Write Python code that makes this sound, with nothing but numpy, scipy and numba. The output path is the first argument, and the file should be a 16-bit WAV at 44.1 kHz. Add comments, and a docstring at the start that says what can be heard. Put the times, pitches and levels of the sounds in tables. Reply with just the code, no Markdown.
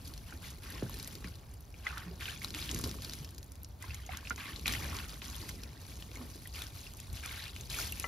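"""Water is sloshed in gushes from a plastic jug over sawn boards at an open-air sawmill.
The stream slaps the wood and traps short-lived bubbles and air pockets that ring and rise in pitch.
Spray fizzes and ticks all around, cavities gulp, the board drums and the jug's thin wall knocks.
The run-off patters dully on the sawdust below, and the timber scatters a short tail.
A low rumble with a few soft bumps and a faint wash of outdoor air lie behind it."""
import sys
import numpy as np
from scipy import signal
from scipy.fft import rfft, irfft, next_fast_len
from scipy.io import wavfile
from scipy.ndimage import uniform_filter1d
from numba import njit

SR = 44100
rng = np.random.default_rng(int(sys.argv[2]) if len(sys.argv) > 2 else 0)


def generate_wav(signal):
    """Clip the signal to [-1, 1] and save it as 16-bit WAV at the path in sys.argv[1]."""
    frames = np.transpose(np.atleast_2d(signal))
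    scaled = np.clip(frames, -1, 1) * 32767
    pcm = np.round(scaled).astype(np.int16)
    wavfile.write(sys.argv[1], SR, pcm)


N = 355931
TIME = np.arange(N) / SR
TOP_CUT_HZ = 15650
STREAM_RELEASE_DB_PER_S, SPRAY_RELEASE_DB_PER_S = 176, 127

# Gushes from the jug: (time [s], length [s], stream level [dB], spray level [dB], bubble pitch [Hz])
GUSHES = [(0.038, 0.019, -68.5, -54.5, 2500), (0.259, 0.07, -58, -59.5, 1790),
          (0.414, 0.06, -51, -53, 2500), (0.617, 0.18, -51.5, -55.5, 2250), (0.898, 0.22, -58.5, -55, 2130),
          (1.234, 0.017, -53, -55.5, 1900), (1.336, 0.2, -69, -71, 1900), (1.75, 0.097, -64, -63.5, 2504),
          (1.832, 0.14, -47, -59, 1520), (1.965, 0.08, -51.5, -61.5, 1560), (2.191, 0.14, -46, -51, 2770),
          (2.403, 0.043, -52.5, -51, 2460), (2.546, 0.11, -46, -48, 3000),
          (3.009, 0.19, -58.5, -53.5, 2850), (3.798, 0.16, -55, -57.5, 2020), (3.915, 0.16, -59, -64, 2620),
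          (4.099, 0.045, -45.5, -56, 1880), (4.23, 0.079, -61.5, -57.5, 2300),
          (4.367, 0.13, -45, -54, 2000), (4.65, 0.095, -40.5, -44.5, 2400), (4.788, 0.12, -47, -50.5, 2140),
          (4.915, 0.1, -46, -51, 1650), (5.072, 0.071, -56.5, -54, 1587), (5.226, 0.27, -55.5, -51.5, 2150),
          (5.576, 0.3, -62.5, -66.5, 2200), (5.783, 0.089, -67, -59.5, 2150), (5.87, 0.072, -63, -56, 2350),
          (5.992, 0.019, -62, -56, 2330), (6.117, 0.14, -59.5, -58.5, 1780), (6.276, 0.59, -72, -58, 1900),
          (6.53, 0.1, -50.5, -49.5, 2270), (6.734, 0.14, -61, -54.5, 2940), (6.953, 0.15, -71, -59, 2370),
          (7.131, 0.06, -51.5, -53, 3930), (7.221, 0.13, -47, -51, 2240), (7.358, 0.11, -46.5, -53, 2920),
          (7.536, 0.13, -71, -55.5, 2570), (7.691, 0.065, -49, -44.5, 2840),
          (7.758, 0.081, -46.5, -41, 2360), (7.94, 0.2, -55, -51, 2540)]


def pouring(runoff_db, trickle_db=-70, spatter_db=-62.5, rise_octaves=0.24):
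    """Gushes ride on the run-off's trickle: curves of stream level, bubble pitch and spray level."""
    swing_db = 1.05 * (runoff_db - runoff_db.mean())
    stream_power = from_db(trickle_db + swing_db) ** 2
    spray_power = from_db(spatter_db + swing_db) ** 2
    weighted_hz = stream_power * np.mean([hz for *_, hz in GUSHES])
    for s, length_s, stream_db, spray_db, hz in GUSHES:
        power = from_db(stream_db + surge_db(s, length_s, STREAM_RELEASE_DB_PER_S)) ** 2
        progress = np.clip((TIME - s) / length_s, 0, 1)
        octaves = rise_octaves * (progress - .5)  # bubbles get smaller as the water spreads
        stream_power += power
        weighted_hz += power * hz * 2 ** octaves  # the strongest gush leads the pitch
        spray_power += from_db(spray_db + surge_db(s, length_s, SPRAY_RELEASE_DB_PER_S)) ** 2
    return 10 * np.log10(stream_power), weighted_hz / stream_power, 10 * np.log10(spray_power)


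# Mid-forward EQ of water on wood: (frequency [Hz], level [dB])
STREAM_EQ = [(450, -23), (800, 3.5), (1300, 5), (2200, 2), (3200, 1), (4500, -2.5), (7000, -8.5),
             (12000, -47)]


def stream(level_db, pitch_hz, spread_octaves=0.91, wash_db=-10):
    """The jet folds air into the film on the board: more flow, more bubbles, loudest near one pitch."""
    def near_pitch(hz, at):
        return 1 / (1 + (np.log2(hz / pitch_hz[at]) / spread_octaves) ** 2)

    per_s = 1700 * from_db(.4 * (level_db + 50))
    bubbles = grains(per_s, 650, 5800, cycles=36, size_db=4, pan_db=5, rise=.12, weight=near_pitch)
    wash = from_db(wash_db) * stereo_noise(side_db=1)
    return from_db(level_db - 1.5) * levelled(coloured(bubbles + wash, STREAM_EQ), window_s=0.064)


# The largest air pockets, ringing as the water closes on them:
# (time [s], level [dB], pitch [Hz], pan to the left [dB], decay [cycles], pitch rise [fraction])
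BIG_PLOPS = [(0.324, -40, 1470, -3, 27, .05), (0.743, -46, 2120, -3, 23, .05),
             (0.8237, -37, 1370, -2, 3.9, 0), (0.863, -48, 1400, -4, 60, 1),
             (1.8672, -23.5, 1990, 0, 56, 0.093), (1.867, -36, 1310, -5, 33, 0.21),
             (1.906, -40, 1430, -8, 50, .08), (1.927, -40, 1260, -5, 36, 0),
             (1.9735, -32.5, 1400, -4, 17, 0.1), (2.021, -45, 1850, 0, 44, 0),
             (2.211, -38, 2110, -3, 22, 0.29), (2.221, -35, 1700, 0, 19, .05),
             (2.256, -28, 3055, -1, 24, 0), (2.281, -33, 2437, -4, 28, .05),
             (2.284, -39, 1550, -2, 63, 0.11), (2.296, -36, 3050, 7, 43, .05),
             (2.418, -37.5, 2120, -5, 40, 0.31), (2.626, -29, 3605, 3, 18, 0.14),
             (2.692, -24, 3130, 1, 10, 0), (3.827, -44, 1950, -2, 63, 0.18),
             (3.84, -41.5, 984, -4, 25, 0.17), (3.906, -37.5, 2590, -3, 71, 0.2),
             (4.091, -36.5, 750, -4, 28, 0.071), (4.0915, -38, 2100, -4, 28, 0.23),
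             (4.136, -42, 1070, -5, 29, 0), (4.187, -45, 1507, -2, 32, .05), (4.252, -39, 2550, 0, 29, 0),
             (4.272, -30.5, 2634, 0, 13, 0), (4.3065, -25.5, 1374, -4, 49, 0.2),
             (4.532, -39, 3020, -2, 26, .05), (4.561, -30.5, 4020, 5, 23, .05),
             (4.658, -21, 2350, 0, 19, 0.3), (4.674, -30, 2500, 0, 20, .05),
             (4.75, -29.5, 1970, -2, 26, 0.43), (5.219, -27.5, 2740, 2, 3, .05),
             (5.491, -34.5, 2030, 0, 10, .05), (6.159, -40.5, 2166, -2, 49, .05),
             (6.456, -41, 1900, -1, 47, 0.15), (6.473, -42, 3150, 4, 19, .05),
             (6.867, -39, 2650, -1, 36, .1), (6.992, -46, 2580, 0, 41, 0.12),
             (7.256, -39, 2297, -2, 41, 0.36), (7.311, -36, 2135, -3, 37, .1),
             (7.486, -43, 2680, -1, 42, .05), (7.7, -36, 3970, 5, 42, .05),
             (7.7425, -32.5, 2434, 1, 28, .05), (7.787, -33.5, 1410, 0, 35, 0.11),
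             (7.895, -37, 3240, -3, 24, 0.17), (7.925, -33, 2740, 1, 52, 0), (8.002, -42, 2500, 12, 45, 0)]


def plops(strays, upper_ratio=1.7, upper_db=-17, splat_db=-19, splat_t60=0.11):
    """Each air pocket rings briefly, with a weaker upper mode, inside the splat that traps it."""
    out, t = np.zeros((2, N)), TIME[:4096]
    for s, db, hz, pan_db, cycles, rise in BIG_PLOPS + strays:
        t60 = max(cycles, 3) / hz
        rising_hz = hz * (1 + rise * np.minimum(t / t60, 1))
        phase = 2 * np.pi * np.cumsum(rising_hz) / SR
        tone = (np.sin(phase) + from_db(upper_db) * np.sin(upper_ratio * phase)) * dying(t, 1 / hz, t60)
        splat = bandpass(rng.standard_normal((2, len(t))), 0.39 * hz, min(1.6 * hz + 800, .45 * SR))
        splat = from_db(splat_db) * splat / np.std(splat) * dying(t, 0.001, splat_t60)
        add(out, s, from_db(db) * panned(pan_db) * (tone + splat))
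    return out


def stray_plops(stream_db, pitch_hz, per_s=16, over_db=4, spread_db=2.5, spread_octaves=0.382):
    """Air pockets close at random, following the stream's level and pitch: rows like BIG_PLOPS."""
    at = np.flatnonzero(rng.random(N) < per_s / SR)
    size, pitch, place = np.clip(rng.standard_normal((len(at), 3)), -2, 2).T
    db = stream_db[at] + over_db + spread_db * size
    hz = pitch_hz[at] * 2 ** (spread_octaves * pitch)
    pan_db, cycles, rise = -7 * place, np.full(len(at), 33), 0.25 * rng.random(len(at))
    return list(zip(at / SR, db, hz, pan_db, cycles, rise))


# Wide, bright EQ of the spray: (frequency [Hz], level [dB])
SPRAY_EQ = [(600, 6), (1500, 1.5), (2800, 0.5), (4200, 4.5), (6000, 2.7), (8000, 1), (11000, 3.5),
            (15500, -5)]


def spray(level_db, clumped_share=.28):
    """Droplets land in soft spatters: tiny bubbles fizz, larger ones chirp, bare hits tick over mist."""
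    per_s = 4500 * from_db(.35 * (level_db + 52))
    surge = np.sqrt(1 - clumped_share + clumped_share * spatters(per_s=35, t60=.09))
    ticks = impacts(per_s * .6, size_db=3, pan_db=4)
    fizz = grains(per_s * 1.3, 2200, 15500, cycles=26, size_db=4, pan_db=6, rise=.1)
    chirps = grains(per_s * .07, 2000, 7000, cycles=28, size_db=4, pan_db=7, rise=.2)
    mist = from_db(-5) * stereo_noise(side_db=-4)
    drizzle = surge * (from_db(-6) * ticks / np.std(ticks) + mist + fizz) + from_db(-4.5) * chirps
    return from_db(level_db + 2) * levelled(coloured(drizzle, SPRAY_EQ), window_s=.06)


def spatters(per_s, t60):
    """Droplets arrive in clumps: brief surges of power at random moments; mean 1."""
    surges = (rng.random(N) < per_s / SR) * rng.uniform(.2, 1, N)
    feedback = from_db(-120 / (t60 * SR))
    power = signal.lfilter([1], [1, -feedback], surges + 1e-18)
    return power / power.mean()


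# Accent drops smacking on wood and steel: (time [s], level [dB], resonance [Hz], break-up time [s])
ACCENT_DROPS = [(0.077, -41, 9200, .02), (0.177, -42.5, 4870, 0.019), (0.5033, -43, 6500, .02),
                (0.703, -41, 10500, .02), (0.722, -42, 4400, 0.016), (0.942, -41, 10030, 0.016),
                (0.8955, -40, 12900, .018), (0.9885, -37, 12500, .005), (0.998, -39, 4500, .035),
                (1.028, -35, 12000, .009), (1.0753, -37.5, 10100, 0.032), (1.153, -38.5, 4860, 0.016),
                (1.2432, -40.5, 2030, 0.038), (1.355, -47, 4800, 0.019), (1.513, -55, 7150, 0.024),
                (1.538, -49, 10500, 0.026), (1.6075, -45, 12570, 0.0087), (1.704, -53, 10100, 0.012),
                (1.742, -46.5, 2397, 0.015), (2.446, -25.5, 3830, 0.009), (2.5053, -35.5, 5004, 0.012),
                (2.541, -38.5, 3460, 0.023), (2.547, -31, 2930, 0.016), (2.7132, -30.5, 5970, 0.02),
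                (2.746, -29, 6550, 0.014), (2.7803, -42, 5370, 0.0095), (2.789, -33.5, 10260, .015),
                (2.8135, -33, 9500, 0.01), (2.839, -31.5, 5040, 0.036), (2.8525, -42, 5000, 0.0074),
                (2.8745, -36, 10900, 0.011), (2.8945, -38, 5200, 0.012), (2.913, -34, 4630, 0.0076),
                (3.021, -39, 4150, .018), (3.0472, -34, 4700, 0.02), (3.0962, -33, 4770, 0.0091),
                (3.1225, -39, 3800, 0.01), (3.135, -33.5, 4800, 0.014), (3.153, -42, 10500, .01),
                (3.2463, -41, 5200, 0.025), (3.29, -45, 4810, .01), (3.307, -48, 10020, 0.019),
                (3.381, -42, 5350, 0.02), (3.385, -44, 12000, 0.012), (3.443, -49, 10700, 0.014),
                (3.5195, -43, 8900, 0.014), (3.555, -47, 6500, 0.011), (3.6325, -37, 13100, 0.0065),
                (3.6462, -40, 5580, 0.013), (3.688, -52, 11000, 0.0089), (3.8246, -37.5, 7516, 0.011),
                (3.945, -36.5, 6460, 0.019), (4.0638, -45, 6860, 0.035), (4.298, -34, 5900, 0.02),
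                (4.3605, -40, 6950, .016), (4.6792, -22, 3600, 0.014), (4.7237, -30.5, 6700, 0.019),
                (4.7365, -31, 4000, 0.015), (4.9671, -34.5, 5000, 0.015), (4.987, -35, 3000, 0.015),
                (5.0938, -40.5, 4470, 0.02), (5.258, -41, 3850, 0.014), (5.299, -44, 11120, .01),
                (5.364, -37, 9900, 0.011), (5.4912, -36.5, 6500, 0.03), (5.6345, -36.5, 5100, 0.012),
                (6.1145, -46, 2905, 0.021), (6.1554, -41.5, 6810, 0.014), (6.3585, -46, 9700, 0.017),
                (6.4342, -46, 10600, .008), (6.474, -40.5, 10010, 0.022), (6.97, -45, 9900, .02),
                (7.029, -49, 12000, .008), (7.129, -40.5, 8750, 0.024), (7.26, -33, 7700, 0.01),
                (7.563, -34.5, 2640, 0.0066), (7.61, -38.5, 6240, 0.02), (7.6995, -40, 9000, .012),
                (7.9228, -27, 11300, 0.0066)]


def drops(strays, tick_db=4, tick_t60=0.00022, body_db=11):
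    """A drop cracks on a hard face, with one broad resonance, then breaks up into droplets."""
    out, t = np.zeros((2, N)), TIME[:2048]
    for s, db, hz, breakup_s in ACCENT_DROPS + strays:
        breakup = dying(t, .0001, breakup_s)
        tick = from_db(tick_db) * dying(t, .0001, tick_t60)
        crack = rng.standard_normal(len(t)) * (breakup + tick)
        body = from_db(body_db) * signal.lfilter(*signal.iirpeak(min(hz, .4 * SR), 3.2, SR), crack)
        # big drops lack the top, small ones the bottom
        smack = bandpass(crack + body, min(0.23 * hz, TOP_CUT_HZ / 2), min(3.3 * hz, TOP_CUT_HZ))
        add(out, s, from_db(db) * smack * np.linalg.norm(breakup) / np.linalg.norm(smack))
    return out


def stray_drops(spray_db, per_s=13, over_db=2.5, spread_db=13.5, centre_hz=5400, spread_octaves=0.57):
    """Drops are flung out at random, their level following the spray: rows like ACCENT_DROPS."""
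    at = np.flatnonzero(rng.random(N) < per_s / SR)
    size, pitch = np.clip(rng.standard_normal((len(at), 2)), -2, 2).T
    db = spray_db[at] + over_db + spread_db * size
    hz = centre_hz * 2 ** (spread_octaves * pitch)
    breakup_s = np.full(len(at), 0.0085)
    return list(zip(at / SR, db, hz, breakup_s))


# Heavy gulps and gobs of water:
# (time [s], level [dB], start pitch [Hz], end pitch [Hz], attack [s], decay [cycles])
GULPS = [(0.8232, -26.5, 926, 120, 0.0032, 9), (0.846, -37.5, 260, 140, 0.0045, 13),
         (1.244, -39.5, 420, 173, 0.0032, 24), (2.055, -39.5, 170, 173.4, 0.052, 17.5),
         (2.107, -45, 484, 374, 0.004, 44), (2.544, -45.5, 340, 306, 0.01, 34),
         (2.746, -32, 340, 204, 0.0026, 5.4), (2.837, -35, 422.4, 243, 0.0013, 29),
         (2.857, -38, 202, 108, 0.0013, 4.6), (3.2, -37.5, 162.4, 140, 0.0067, 14),
         (4.305, -41, 407, 201, 0.0044, 10.5), (6.2, -40.5, 327.6, 243, 0.0072, 24),
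         (6.355, -46.5, 505, 256, 0.0014, 12.6), (8.045, -42, 810, 458, 0.0012, 16.3)]


def gulps(glide_s=0.0035, churn_db=-14, churn_attack_s=0.016):
    """A cavity forms in the water: it slides quickly into a hollow note, and water churns after it."""
    out, t = np.zeros((2, N)), TIME[:16384]
    for s, db, start_hz, end_hz, attack_s, cycles in GULPS:
        t60 = max(cycles, 3) / end_hz
        hz = end_hz + (start_hz - end_hz) * np.exp(-t / glide_s)
        note = np.sin(2 * np.pi * np.cumsum(hz) / SR) * dying(t, attack_s, t60)
        churn = bandpass(rng.standard_normal(len(t)), 0.26 * end_hz, 2 * end_hz)
        churn = from_db(churn_db) * churn / np.std(churn) * dying(t, churn_attack_s, 2 * t60)
        add(out, s, from_db(db) * (note + churn))
    return out


# Heavy hits of water on the board: (time [s], length [s], level [dB])
BOARD_HITS = [(0.313, 0.018, -55.5), (0.725, 0.021, -50.5), (3.83, 0.032, -62.5), (4.115, 0.027, -71),
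              (4.652, 0.092, -49.5), (4.78, 0.17, -50.5), (5.105, 0.033, -61), (6.156, 0.096, -54.5)]
# Hollow, woody EQ of the board: (frequency [Hz], level [dB])
BOARD_EQ = [(150, -11), (280, 8), (500, -4.5), (750, -3), (1100, -3.5), (1600, -6), (3000, -26)]


def board():
    """Where the full weight of a gush lands, the thick board drums with short, hollow pats."""
    pats = grains(700, 210, 1420, cycles=20, size_db=3.5, pan_db=7.5)
    hits_db = [db + surge_db(s, length_s, STREAM_RELEASE_DB_PER_S) for s, length_s, db in BOARD_HITS]
    return from_db(summed_db(*hits_db)) * levelled(coloured(pats, BOARD_EQ), window_s=0.053)


# Knocks as the jug gulps air or is swung: (time [s], level [dB], pitch [ratio], pan to the left [dB])
JUG_KNOCKS = [(1.867, -50, .98, -5), (4.306, -40.5, 0.95, 1), (8.041, -34, 0.93, 6)]
# Resonances of the plastic wall: (frequency [Hz], level [dB], 60 dB decay [s])
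JUG_MODES = [(437, -19.5, 0.064), (826, -4.5, 0.037), (1030, -13, 0.22), (1220, -1, 0.029),
             (1438, -5, 0.12), (1880, -5, .025), (2060, -14, 0.12), (2170, 0, 0.064), (2570, -7, 0.032),
             (3110, -5, 0.034)]


def jug(attack_s=0.0004):
    """The thin plastic wall knocks and rings hollow; the water inside shifts each knock's pitch."""
    out, t = np.zeros((2, N)), TIME[:8192]
    for s, db, pitch, pan_db in JUG_KNOCKS:
        ring = np.zeros(len(t))
        for k, (hz, mode_db, t60) in enumerate(JUG_MODES):
            mode = np.sin(2 * np.pi * pitch * hz * t) * dying(t, attack_s, t60)
            ring += (-1) ** k * from_db(mode_db) * mode
        add(out, s, from_db(db) * panned(pan_db) * ring)
    return out


# Fader curve of the water falling off the boards: (time [s], level [dB])
RUNOFF_FADER = [(0.0, -57), (0.6, -60), (0.9, -53.5), (1.26, -57), (1.42, -64.5), (1.72, -64),
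                (2.45, -55.5), (2.66, -54.5), (2.74, -47), (2.88, -47), (3.0, -53.5), (3.34, -61.5),
                (3.76, -66), (4.4, -58), (4.75, -50.5), (5.15, -57.5), (5.48, -53), (5.75, -60.5),
                (6.22, -58), (6.5, -62), (7.4, -62.5), (8.07, -56.5)]


def runoff_level():
    """The flow off the boards swells and ebbs: its level in dB at every sample."""
    return np.interp(TIME, *np.transpose(RUNOFF_FADER))


# Dull, bass-heavy EQ of drops on sawdust: (frequency [Hz], level [dB])
RUNOFF_EQ = [(70, 6.5), (130, 7.5), (260, -0.5), (400, -6.5), (650, -23), (1200, -16.5), (2500, -28),
             (6000, -55)]


def runoff(runoff_db, stream_db, drumming_db=-19.5):
    """Fat drops thud into soft sawdust; the stream drumming on the board adds to the same patter."""
    level_db = summed_db(runoff_db, stream_db + drumming_db)
    thuds = grains(260, 122.2, 1170, cycles=8.7, size_db=4, pan_db=4)
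    return from_db(level_db + 2.5) * levelled(coloured(thuds, RUNOFF_EQ), window_s=0.012)


def yard(sound, t60=0.035, wet_db=-9):
    """Timber and the mill frame scatter a short, dull tail, different on each side."""
    t = TIME[:12000]
    tail = rng.standard_normal((2, len(t))) * dying(t, 0.0054, t60)
    tail /= np.linalg.norm(tail, axis=1, keepdims=True)
    tail = bandpass(tail, 350, 4500, order=1)
    return sound + from_db(wet_db) * signal.fftconvolve(sound, tail, axes=1)[:, :N]


# Soft, deep bumps in the rumble: (time [s], length [s], level [dB])
RUMBLE_BUMPS = [(0.82, 0.053, -47), (2.12, 0.1, -51), (2.834, 0.042, -41), (3.865, 0.065, -42),
                (4.103, 0.045, -42), (4.653, 0.48, -43), (7.085, 0.053, -41.5), (7.554, 0.39, -45.5)]
# Low-end EQ of the rumble: (frequency [Hz], level [dB])
RUMBLE_EQ = [(15, -41), (30, -19), (40, -12.5), (60, -1.5), (80, -5), (100, -8), (140, -17.5), (250, -30.5),
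             (600, -39.5), (3000, -53)]


def rumble(runoff_db, steady_db=-49, over_runoff_db=3):
    """A bed of low noise swells under heavy run-off and bumps now and then."""
    bumps_db = [db + surge_db(s, length_s, release_db_per_s=252) for s, length_s, db in RUMBLE_BUMPS]
    level_db = summed_db(steady_db, runoff_db + over_runoff_db, *bumps_db)
    bed = coloured(stereo_noise(side_db=-18), RUMBLE_EQ)
    return from_db(level_db) * levelled(bed, window_s=0.59)


# EQ of the outdoor ambience, soft mids and a thin hiss: (frequency [Hz], level [dB])
AIR_EQ = [(100, 12), (400, 20), (750, 20.5), (1200, 13.5), (2000, 6.5), (4000, -11.5), (15500, 4)]


def air(level_db=-64):
    """A faint, wide, steady wash of outdoor noise."""
    return from_db(level_db) * coloured(stereo_noise(side_db=-1.5), AIR_EQ)


def from_db(db):
    """Decibels to gain."""
    return 10 ** (np.asarray(db) / 20)


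def summed_db(*levels_db):
    """The level of several unrelated sounds together."""
    return 10 * np.log10(sum(from_db(db) ** 2 for db in levels_db))


def surge_db(s, length_s, release_db_per_s, attack_s=0.016, sag_db_per_s=10.5):
    """The envelope of one surge: a quick swell, a slow sag, then the release."""
    t = TIME - s
    swell = 20 * np.log10(np.clip(t / attack_s, 1e-4, 1))
    fall = sag_db_per_s * np.maximum(t, 0) + release_db_per_s * np.maximum(t - length_s, 0)
    return swell - np.minimum(fall, 100)


def dying(t, attack_s, t60):
    """A quick attack and an exponential decay; peak 1."""
    shape = (1 - np.exp(-(t / attack_s) ** 2)) * np.exp(-np.log(1000) * t / t60)
    return shape / shape.max()


def at_hz(points, hz):
    """Read a table on a log-frequency axis."""
    known_hz, values = np.transpose(points)
    return np.interp(np.log(np.maximum(hz, 1)), np.log(known_hz), values)


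def bandpass(x, low_hz, high_hz, order=2):
    """Roll off the lows and the highs."""
    return signal.sosfilt(signal.butter(order, [low_hz, high_hz], "band", fs=SR, output="sos"), x)


def filtered(x, response):
    """Apply a smooth frequency response, given as a function of Hz."""
    size = next_fast_len(N + 4096)
    hz = np.arange(size // 2 + 1) * SR / size
    return irfft(rfft(x, size) * response(hz), size)[..., :N]


def coloured(x, eq):
    """Shape a sound with an EQ curve; rms 1."""
    y = filtered(x, lambda hz: from_db(at_hz(eq, hz)))
    return y / np.std(y)


def levelled(x, window_s):
    """Keep the fine grain of a texture but hold its slow level at 1."""
    size = int(window_s * SR)
    power = np.mean(x ** 2, axis=0)
    return x / np.sqrt(uniform_filter1d(uniform_filter1d(power, size), size) + 1e-6)


def panned(pan_db):
    """Left and right gains; positive leans left."""
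    return from_db(np.array([[.5], [-.5]]) * pan_db)


def stereo_noise(side_db):
    """Mid-side white noise; side_db sets the width."""
    mid, side = rng.standard_normal((2, N))
    return mid + from_db(side_db) * side * np.array([[1], [-1]])


def add(out, s, sound):
    """Mix a short sound in at time s."""
    start = max(round(s * SR), 0)
    part = out[:, start:start + sound.shape[-1]]
    part += sound[..., :part.shape[-1]]


def impacts(per_s, size_db, pan_db):
    """Random stereo clicks of uneven size and place; their mean power is the same at any rate."""
    hits = rng.random(N) < per_s / SR
    sizes = from_db(size_db * np.minimum(rng.exponential(1, N), 3.5)) * rng.choice([-1, 1], N)
    return hits * sizes / np.sqrt(per_s) * panned(pan_db * rng.standard_normal(N))


def grains(per_s, low_hz, high_hz, cycles, size_db, pan_db, rise=0, weight=lambda hz, at: 1):
    """Random impacts, each ringing briefly at its own pitch; cycles and rise are means; rms 1."""
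    clicks = impacts(per_s, size_db, pan_db)
    at = np.flatnonzero(clicks[0])
    pitch, length, glide = rng.random((N, 3))[at].T
    hz = low_hz * (high_hz / low_hz) ** pitch
    gains = clicks[:, at] * hz * weight(hz, at)
    out = ringing(at, hz, gains, cycles * (.5 + length), 2 * rise * glide)
    return out / np.std(out)


@njit
def ringing(starts, hz, gains, cycles, rise):
    """Sum of stereo tones, each fading by 60 dB and gliding up by the fraction 'rise' over its life."""
    out = np.zeros((2, N))
    for k in range(len(starts)):
        life = cycles[k] * SR / hz[k]
        step, decay, height = 2 * np.pi * hz[k] / SR, np.exp(-np.log(1000) / life), 1.0
        for i in range(min(int(life), N - starts[k])):
            value = height * np.cos(step * (i + .5) * (1 + .5 * rise[k] * i / life))
            out[0, starts[k] + i] += gains[0, k] * value
            out[1, starts[k] + i] += gains[1, k] * value
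            height *= decay
    return out


# Stereo placement of the splash: (frequency [Hz], pan to the left [dB])
SPLASH_PAN = [(200, -1), (700, -0.7), (1400, -4), (2100, 0.5), (3500, 4.5), (5500, 1.5), (8000, 0)]


def scene():
    """The mix: water and jug go through the yard's tail, over dry rumble and air."""
    runoff_db = runoff_level()
    stream_db, pitch_hz, spray_db = pouring(runoff_db)
    landing = stream(stream_db, pitch_hz) + spray(spray_db) + drops(stray_drops(spray_db))
    splash = landing + runoff(runoff_db, stream_db) + board() + gulps()
    splash = filtered(splash, lambda hz: panned(at_hz(SPLASH_PAN, hz)))
    background = rumble(runoff_db) + air()
    return yard(splash + jug() + plops(stray_plops(stream_db, pitch_hz))) + background


# Phase between the two microphone ports: (frequency [Hz], left lead [rad])
PORT_PHASE = [(20, 0), (2000, .05), (3000, .5), (4900, .55), (5600, -.8), (6500, -1.1), (8300, -3.14),
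              (10000, -4.6), (11400, -6.2), (12600, -6.35), (15000, -9.3), (16000, -9.42)]


def record(dry):
    """Two spaced microphone ports fall out of phase in the treble; a steep top cut follows."""
    ports = filtered(dry, lambda hz: np.exp(1j * np.array([[.5], [-.5]]) * at_hz(PORT_PHASE, hz)))
    return signal.sosfilt(signal.ellip(10, .2, 80, TOP_CUT_HZ, fs=SR, output="sos"), ports)


dry = scene()
out = record(dry)
generate_wav(out)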